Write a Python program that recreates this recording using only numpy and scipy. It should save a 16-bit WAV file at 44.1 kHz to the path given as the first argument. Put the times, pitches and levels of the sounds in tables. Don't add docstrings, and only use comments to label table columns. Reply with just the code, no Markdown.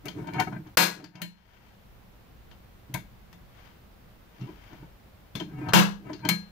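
import sys
import numpy as np
from scipy import signal
from scipy.fft import rfft, irfft, next_fast_len
from scipy.io import wavfile
from scipy.ndimage import uniform_filter1d, minimum_filter1d, map_coordinates

SR = 44100
rng = np.random.default_rng(int(sys.argv[2]) if len(sys.argv) > 2 else 0)


def output_pcm(signal):
    pcm = np.clip(np.atleast_2d(signal).T, -1, 1) * 32767
    wavfile.write(sys.argv[1], SR, np.round(pcm).astype(np.int16))


N = 287091

# (frequency [Hz], relative level [dB])
MURMUR_SPECTRUM = [(55, -6.5), (90, -2), (130, -8), (196, -3), (265, -11), (765, -15), (1940, -21.5),
                   (3790, -27), (6100, -33.5), (9000, -38.5), (13000, -31.5), (15600, -28), (15900, -74.5)]
# (frequency [Hz], relative level [dB])
RUMBLE_SPECTRUM = [(12, -41.5), (20, -2.5), (22, -10), (48, 7.5), (91, -7.5), (130, 0), (170, -36.5),
                   (290, -120)]
# (frequency [Hz], likeness [-1 to 1])
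MURMUR_LIKENESS = [(60, 1), (130, 1), (290, 0.27), (640, .12), (1500, .03)]
# (frequency [Hz], relative level [dB])
SKIN_SPECTRUM = [(300, -12.5), (900, 3), (2200, 0.5), (4000, -4.5), (6000, -8.5), (9000, -27),
                 (14000, -17.5), (16000, -47.5)]
# (middle [s], length [s], level [dB])
STROKES = [(1.411, 0.78, -55.5), (3.639, 0.28, -56.5), (4.425, 0.29, -58.5), (4.673, 0.49, -58),
           (6.44, 0.65, -62)]
# (slip time [s], build-up [s], thud level [dB], rocking level [dB], dragging level [dB])
SHOVES = [(0.061, 0.017, -40, -36, -43.5), (.09, 0.018, -48, -49, -50), (.17, 0.043, -41, -36.5, -56),
          (0.193, 0.033, -39, -36, -39), (0.224, 0.043, -35.5, -37.5, -48), (.29, 0.024, -39.5, -43, -37),
          (0.362, 0.044, -32.5, -33, -32.5), (0.403, 0.047, -33, -32, -25), (0.477, 0.011, -35, -34, -38),
          (.53, 0.024, -37.5, -39, -39), (.57, 0.036, -35, -46, -45), (0.666, 0.024, -49, -50, -50.5),
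          (1.0, 0.059, -42, -37, -42), (1.054, 0.15, -39.5, -41, -56), (1.155, 0.021, -38, -44, -39),
          (1.223, 0.07, -39, -47, -36.5), (2.898, 0.0089, -44, -48, -70), (2.947, .008, -33, -40.5, -36),
          (4.422, 0.021, -35.5, -42, -62), (4.498, 0.069, -47, -43, -54), (4.734, 0.027, -49.5, -48.5, -50),
          (4.835, 0.055, -49.5, -56, -55), (5.36, 0.011, -38, -40, -48), (5.41, 0.017, -39, -37, -41.5),
          (5.537, 0.13, -44.5, -49, -55.5), (5.591, 0.026, -39.5, -36.5, -44),
          (5.645, 0.093, -37.5, -40, -44.5), (5.69, 0.089, -31.5, -42, -35),
          (6.074, 0.048, -42.5, -36.5, -45.5), (6.103, 0.023, -43, -31.5, -40),
          (6.138, 0.026, -41.5, -40, -52), (6.205, 0.011, -40, -48, -51.5),
          (6.257, 0.023, -28.5, -33.5, -30.5)]
# (frequency [Hz], relative level [dB], t60 before widening [s])
ROCK_MODES = [(130, 3, 0.076), (191, -3, 0.043), (305.3, 1, 0.053), (444.5, -16, 0.028)]
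# (frequency [Hz], relative level [dB], t60 before contact damping [s])
BENCH_MODES = [(58.6, -28.5, 0.053), (138.3, -10.5, 0.31), (174.7, 3.5, 0.36), (201, -5, 0.48),
               (304.5, -7.5, 0.26), (339.3, -7, 0.23), (398, -0.5, 0.053), (469, -23, 0.47)]
# (frequency [Hz], relative level [dB], t60 before contact damping [s])
SHEET_MODES = [(630, -4, .18), (744, -5, .2), (920, -1, .18), (995, -4, .2), (1290, -6, .2),
               (1480, -5, .14), (1575, -4, .17), (1653, -6, .34), (1780, -5, .2), (2030, -7, .14),
               (2223, -2, .22), (2290, -4, .15), (2440, -6, .22), (2752, -2, .22), (3125, 1, .13),
               (3560, -5, .2), (4600, -8, .12), (4779, -13, .26), (6010, -17, .3), (6550, -7, .15)]
# (frequency [Hz], relative level [dB], t60 before damping [s])
TOOL_MODES = [(4163, 0, .36)]
# (frequency [Hz], relative level [dB])
CLATTER_SPECTRUM = [(180, -32), (300, -10), (600, -15), (950, -8.5), (1600, -9.5), (2600, -10.5),
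                    (4200, -11), (6500, -14), (8800, -15), (13100, -9.5), (15500, -12.5), (16000, -43)]
# (frequency [Hz], t60 before contact damping [s])
CLATTER_DECAY = [(300, 0.33), (1500, 0.3), (5000, 0.28), (15000, 0.22)]
# (frequency [Hz], relative level [dB])
SHOCK_SPECTRUM = [(300, -14), (900, -4), (1600, 0), (3000, -6), (6000, -16), (12000, -24), (16000, -45)]
# (time [s], level [dB], then against it low steel [dB], treble [dB],
# tool ring [dB]; favoured frequency [Hz])
TICKS = [(0.0553, -36, -22, -5, -26, 2310), (0.0823, -33, -34, -14, -22, 3180),
         (0.2703, -43, 2, -16, -14, 995), (0.183, -55, 14, -28, -25, 1610), (0.335, -40, 3, -14, -8, 2260),
         (0.3985, -25, 6, -8, -22, 1920), (0.5235, -53.5, 18, -31, -9.5, 1450),
         (0.669, -54.5, 7, -28, -23, 1730), (1.0406, -30, -1, -14.5, -17.5, 4700),
         (1.1536, -33, -12, -20, -25, 2750), (1.217, -18, -9, -4, -9.5, 2990),
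         (2.5115, -50, 0.5, -29.5, -21.5, 3013), (2.94, -27, -8, -2.5, -37.5, 2196),
         (3.3276, -48.5, 1, -9, -25.5, 1910), (4.411, -49, -6, -33, -20, 2765),
         (4.73, -51.5, 3, -31.5, -22.5, 1500), (5.3526, -30, -3, -10, -14.5, 3470),
         (5.399, -32.5, -15, -21, -24, 3180), (5.686, -36, 11, -14, -19, 4140),
         (5.7234, -31.5, 22, -31, -21, 1620), (6.0921, -55, 16, -28, -22, 2240),
         (6.131, -35, -3.5, -28, -23, 4470), (6.1916, -48.5, 4, -35, -3, 1520),
         (6.2501, -31, 2, -16, -6, 3160), (6.288, -13, -1, -3.5, -4.5, 2250)]
# (time [s], level [dB], then against it bench [dB], low steel [dB], treble [dB],
# tool ring [dB]; favoured frequency [Hz])
BLOWS = [(.771, 10.46, -23.5, 0.33, -5, -13, 1508), (5.7342, 1.1, -8.5, 4.2, -9, -17.5, 2960)]
# (frequency [Hz], left minus right [dB])
FACING_DB = [(60, -2.5), (200, 0), (700, 3.5), (2400, 12.5), (4400, 15), (8000, 28.5), (15000, 14.5)]

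MURMUR_DB, RUMBLE_DB = -55.5, -58
STROKE_ENDS_DB = 14
BUILD_DB, ROCK_FALL_DB_PER_S, DRAG_FALL_DB_PER_S = 17.5, 303.5, 402.5
TICK_BENCH_DB = -12
TOP_HZ = 16600


def amp(db):
    return 10 ** (np.asarray(db) / 20)


def unit(x):
    return x / np.sqrt(np.mean(x ** 2) + 1e-20)


def along(points, hz):
    f, v = np.transpose(points)
    return np.interp(np.log(hz + 1), np.log(f + 1), v)


def knots(count, size):
    return map_coordinates(rng.standard_normal(count + 4), [np.linspace(0, count, size)])


def wobble(knots_per_s):
    return knots(count=int(N * knots_per_s / SR), size=N)


def filtered(x, response):
    n = x.shape[-1]
    m = next_fast_len(n + 8192)
    return irfft(rfft(x, m) * response(np.fft.rfftfreq(m, 1 / SR)), m)[..., :n]


def paired(pair, alike):
    def mix(hz):
        turn = np.arccos(np.clip(along(alike, hz), -1, 1)) / 2
        return np.array([np.cos(turn), np.sin(turn)])
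    mid, side = filtered(pair, mix)
    return np.array([mid + side, mid - side])


def resonances(modes, widen):
    def response(f):
        total = 0
        for k, (mode_hz, db, t60_s) in enumerate(modes):
            width_hz = widen * np.log(1000) / np.pi / t60_s
            damped = 1j * f * width_hz
            total = total + (-1) ** k * amp(db) * damped / (mode_hz ** 2 - f * f + damped)
        return total
    return response


def ringing(modes, t, spread_db, skew, damping):
    hz, db, t60_s = np.transpose(modes)[:, :, None]
    level, phase = rng.standard_normal((2, len(modes), 1))
    decay_db = -60 * t / (t60_s * damping)
    size = amp(db + spread_db * level + decay_db) * (1 - np.exp(-t / 0.0072))
    ports = [np.sum(size * np.sin(2 * np.pi * hz * t + side * skew * phase), 0) for side in (-1, 1)]
    return np.array(ports)


def workshop():
    murmur = paired(rng.standard_normal((2, N)), MURMUR_LIKENESS)
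    murmur = unit(filtered(murmur, lambda f: amp(along(MURMUR_SPECTRUM, f))))
    rumble = paired(rng.standard_normal((2, N)), [(50, 0.68)])
    rumble = unit(filtered(rumble, lambda f: amp(along(RUMBLE_SPECTRUM, f))))
    swell_db = 2.5 * wobble(4.3) + 1.5 * wobble(.8)
    return amp(MURMUR_DB) * murmur + amp(RUMBLE_DB + swell_db) * rumble


def fingers():
    t = np.arange(N) / SR
    strokes = sum(amp(db - STROKE_ENDS_DB * (2 * (t - s) / length_s) ** 2) for s, length_s, db in STROKES)
    noise = amp(1.1 * wobble(25) + 1.9 * wobble(200)) * rng.standard_normal((2, N))
    sheet = resonances(SHEET_MODES, widen=4)
    rub = filtered(noise, lambda f: amp(along(SKIN_SPECTRUM, f)) * (0.53 + np.abs(sheet(f))))
    return strokes * unit(rub)


def shoves(level_db, fall_db_per_s):
    t, power = np.arange(N) / SR, np.zeros(N)
    for (s, build_s, *_), db in zip(SHOVES, level_db):
        drop_db = np.where(t < s, BUILD_DB * (s - t) / build_s, fall_db_per_s * (t - s))
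        power += amp(2 * (db - drop_db))
    return np.sqrt(power)


def rocking():
    _, _, thud_db, rock_db, _ = np.transpose(SHOVES)
    out = np.zeros((2, N))
    for level_db, modes in ((thud_db, ROCK_MODES[:2]), (rock_db, ROCK_MODES[2:])):
        bumps = amp(2.5 * wobble(30)) * rng.standard_normal((2, N))
        bumps = paired(bumps, [(130, 0.99), (300, 0.84), (640, 0.31)])
        rock = filtered(bumps, resonances(modes, widen=0.73))
        out += shoves(level_db, ROCK_FALL_DB_PER_S) * unit(rock)
    return out


def dragging():
    *_, drag_db = np.transpose(SHOVES)
    tilt = [(600, 1), (900, 1.0), (2400, -6), (3200, -19), (5000, -28)]
    drag = np.zeros((2, N))
    for third in range(3):
        unevenness = amp(4 * wobble(22) + 5.5 * wobble(300))
        slips = unevenness * paired(rng.standard_normal((2, N)), [(1000, .3)])
        modes = resonances(SHEET_MODES[third::3], widen=1.5)
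        drag += filtered(unit(slips), lambda f: modes(f) * amp(along(tilt, f)))
    return shoves(drag_db, DRAG_FALL_DB_PER_S) * unit(drag)


def clattering(t, crack_t60_s, tail_db, damping):
    hz, frame_s, z = signal.stft(rng.standard_normal((2, len(t))), SR, nperseg=128)
    fade = amp(-60 * frame_s / damping / along(CLATTER_DECAY, hz)[:, None])
    tail = signal.istft(z * fade, SR, nperseg=128)[1][:, :len(t)]
    chatter = amp(0.57 * knots(count=90, size=len(t)))
    crack = amp(-60 * t / crack_t60_s) * paired(rng.standard_normal((2, len(t))), [(1000, 1.0)])
    crowd_db = 2.5 * knots(count=110, size=1000)
    crowd_hz = np.linspace(0, SR / 2, len(crowd_db))
    colour = lambda f: amp(along(CLATTER_SPECTRUM, f) + 14.5 + np.interp(f, crowd_hz, crowd_db))
    return filtered(crack + amp(tail_db) * chatter * tail, colour)


def strikes(rows, spread_db, crack_t60_s, tail_db, ring_db, favour_db, damping):
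    out, t = np.zeros((2, N + SR)), np.arange(SR // 2) / SR
    for s, db, bench_db, low_steel_db, treble_db, tool_db, favoured_hz in rows:
        clatter = clattering(t, crack_t60_s, tail_db, damping)
        sheet = amp(ring_db) * ringing(SHEET_MODES, t, spread_db, 2.0, damping)
        tilt = [(700, low_steel_db), (1300, low_steel_db), (2000, 0.0086), (6500, 0.044), (8500, treble_db)]
        spot_db = lambda f: favour_db * np.exp(-(np.log((f + 1) / favoured_hz) / 0.06) ** 2)
        steel = filtered(clatter + sheet, lambda f: amp(along(tilt, f) + spot_db(f)))
        steel *= 1 - np.exp(-t / 0.00081)
        bench = amp(bench_db) * ringing(BENCH_MODES, t, spread_db, 0.5, damping)
        tool = amp(tool_db) * ringing(TOOL_MODES, t, 0, 2.5, 0.79)
        out[:, round(s * SR):][:, :len(t)] += amp(db) * (steel + bench + tool)
    return out[:, :N]


def ticks():
    rows = [(s, db, TICK_BENCH_DB, *rest) for s, db, *rest in TICKS]
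    return strikes(rows, 4, crack_t60_s=0.05, tail_db=-10.5, ring_db=-13, favour_db=10.5, damping=0.84)


def shocks(burst_db, t60_s, push_db):
    out, t = np.zeros((2, N)), np.arange(SR // 10) / SR
    for s, blow_db, *_ in BLOWS:
        noise = paired(rng.standard_normal((2, len(t))), [(100, 0.63), (3000, 0.85)])
        burst = amp(-60 * t / t60_s) * (1 - np.exp(-t / 0.0016)) * noise
        burst = amp(burst_db) * filtered(burst, lambda f: amp(along(SHOCK_SPECTRUM, f)))
        u = t / .0025
        push = amp(push_db) * amp([[2], [-2]]) * u * (2 - u) * np.exp(-u)
        out[:, round(s * SR):][:, :len(t)] += amp(blow_db) * (burst + push) * (t > 0)
    return out


def blows():
    return strikes(BLOWS, 0, crack_t60_s=0.032, tail_db=-5.5, ring_db=-12, favour_db=6.5, damping=1.0)


def scene():
    work = fingers() + rocking() + dragging() + ticks() + blows()
    shaded = filtered(work, lambda f: amp(2.0 - [[0], [1]] * along(FACING_DB, f)))
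    jolt = shocks(burst_db=14, t60_s=0.026, push_db=-15)
    return workshop() + shaded + jolt


def record(dry):
    ahead, ramp, hold = round(.016 * SR), round(.006 * SR), round(.6 * SR)
    release_db = 180 * np.arange(N) / SR
    over_db = np.maximum(20 * np.log10(np.abs(dry).max(0) + 1e-9) + .4, 0)
    peak_db = -minimum_filter1d(-over_db, size=ahead + 1, origin=-(ahead // 2))
    fast_db = np.maximum.accumulate(peak_db + release_db) - release_db
    fast_db = uniform_filter1d(fast_db, size=ramp)
    lasting_db = np.maximum(0.91 * fast_db - 9.0, 0)
    padded_db = np.pad(lasting_db, (hold, 0))
    held_db = -minimum_filter1d(-padded_db, size=hold + 1, origin=hold // 2)[hold:]
    keep = np.exp(-1 / (.17 * SR))
    slow_db = np.maximum(held_db, signal.lfilter([1 - keep], [1, -keep], held_db))
    return filtered(dry * amp(-np.maximum(fast_db, slow_db)), lambda f: f < TOP_HZ)


dry = scene()
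out = record(dry)
output_pcm(out)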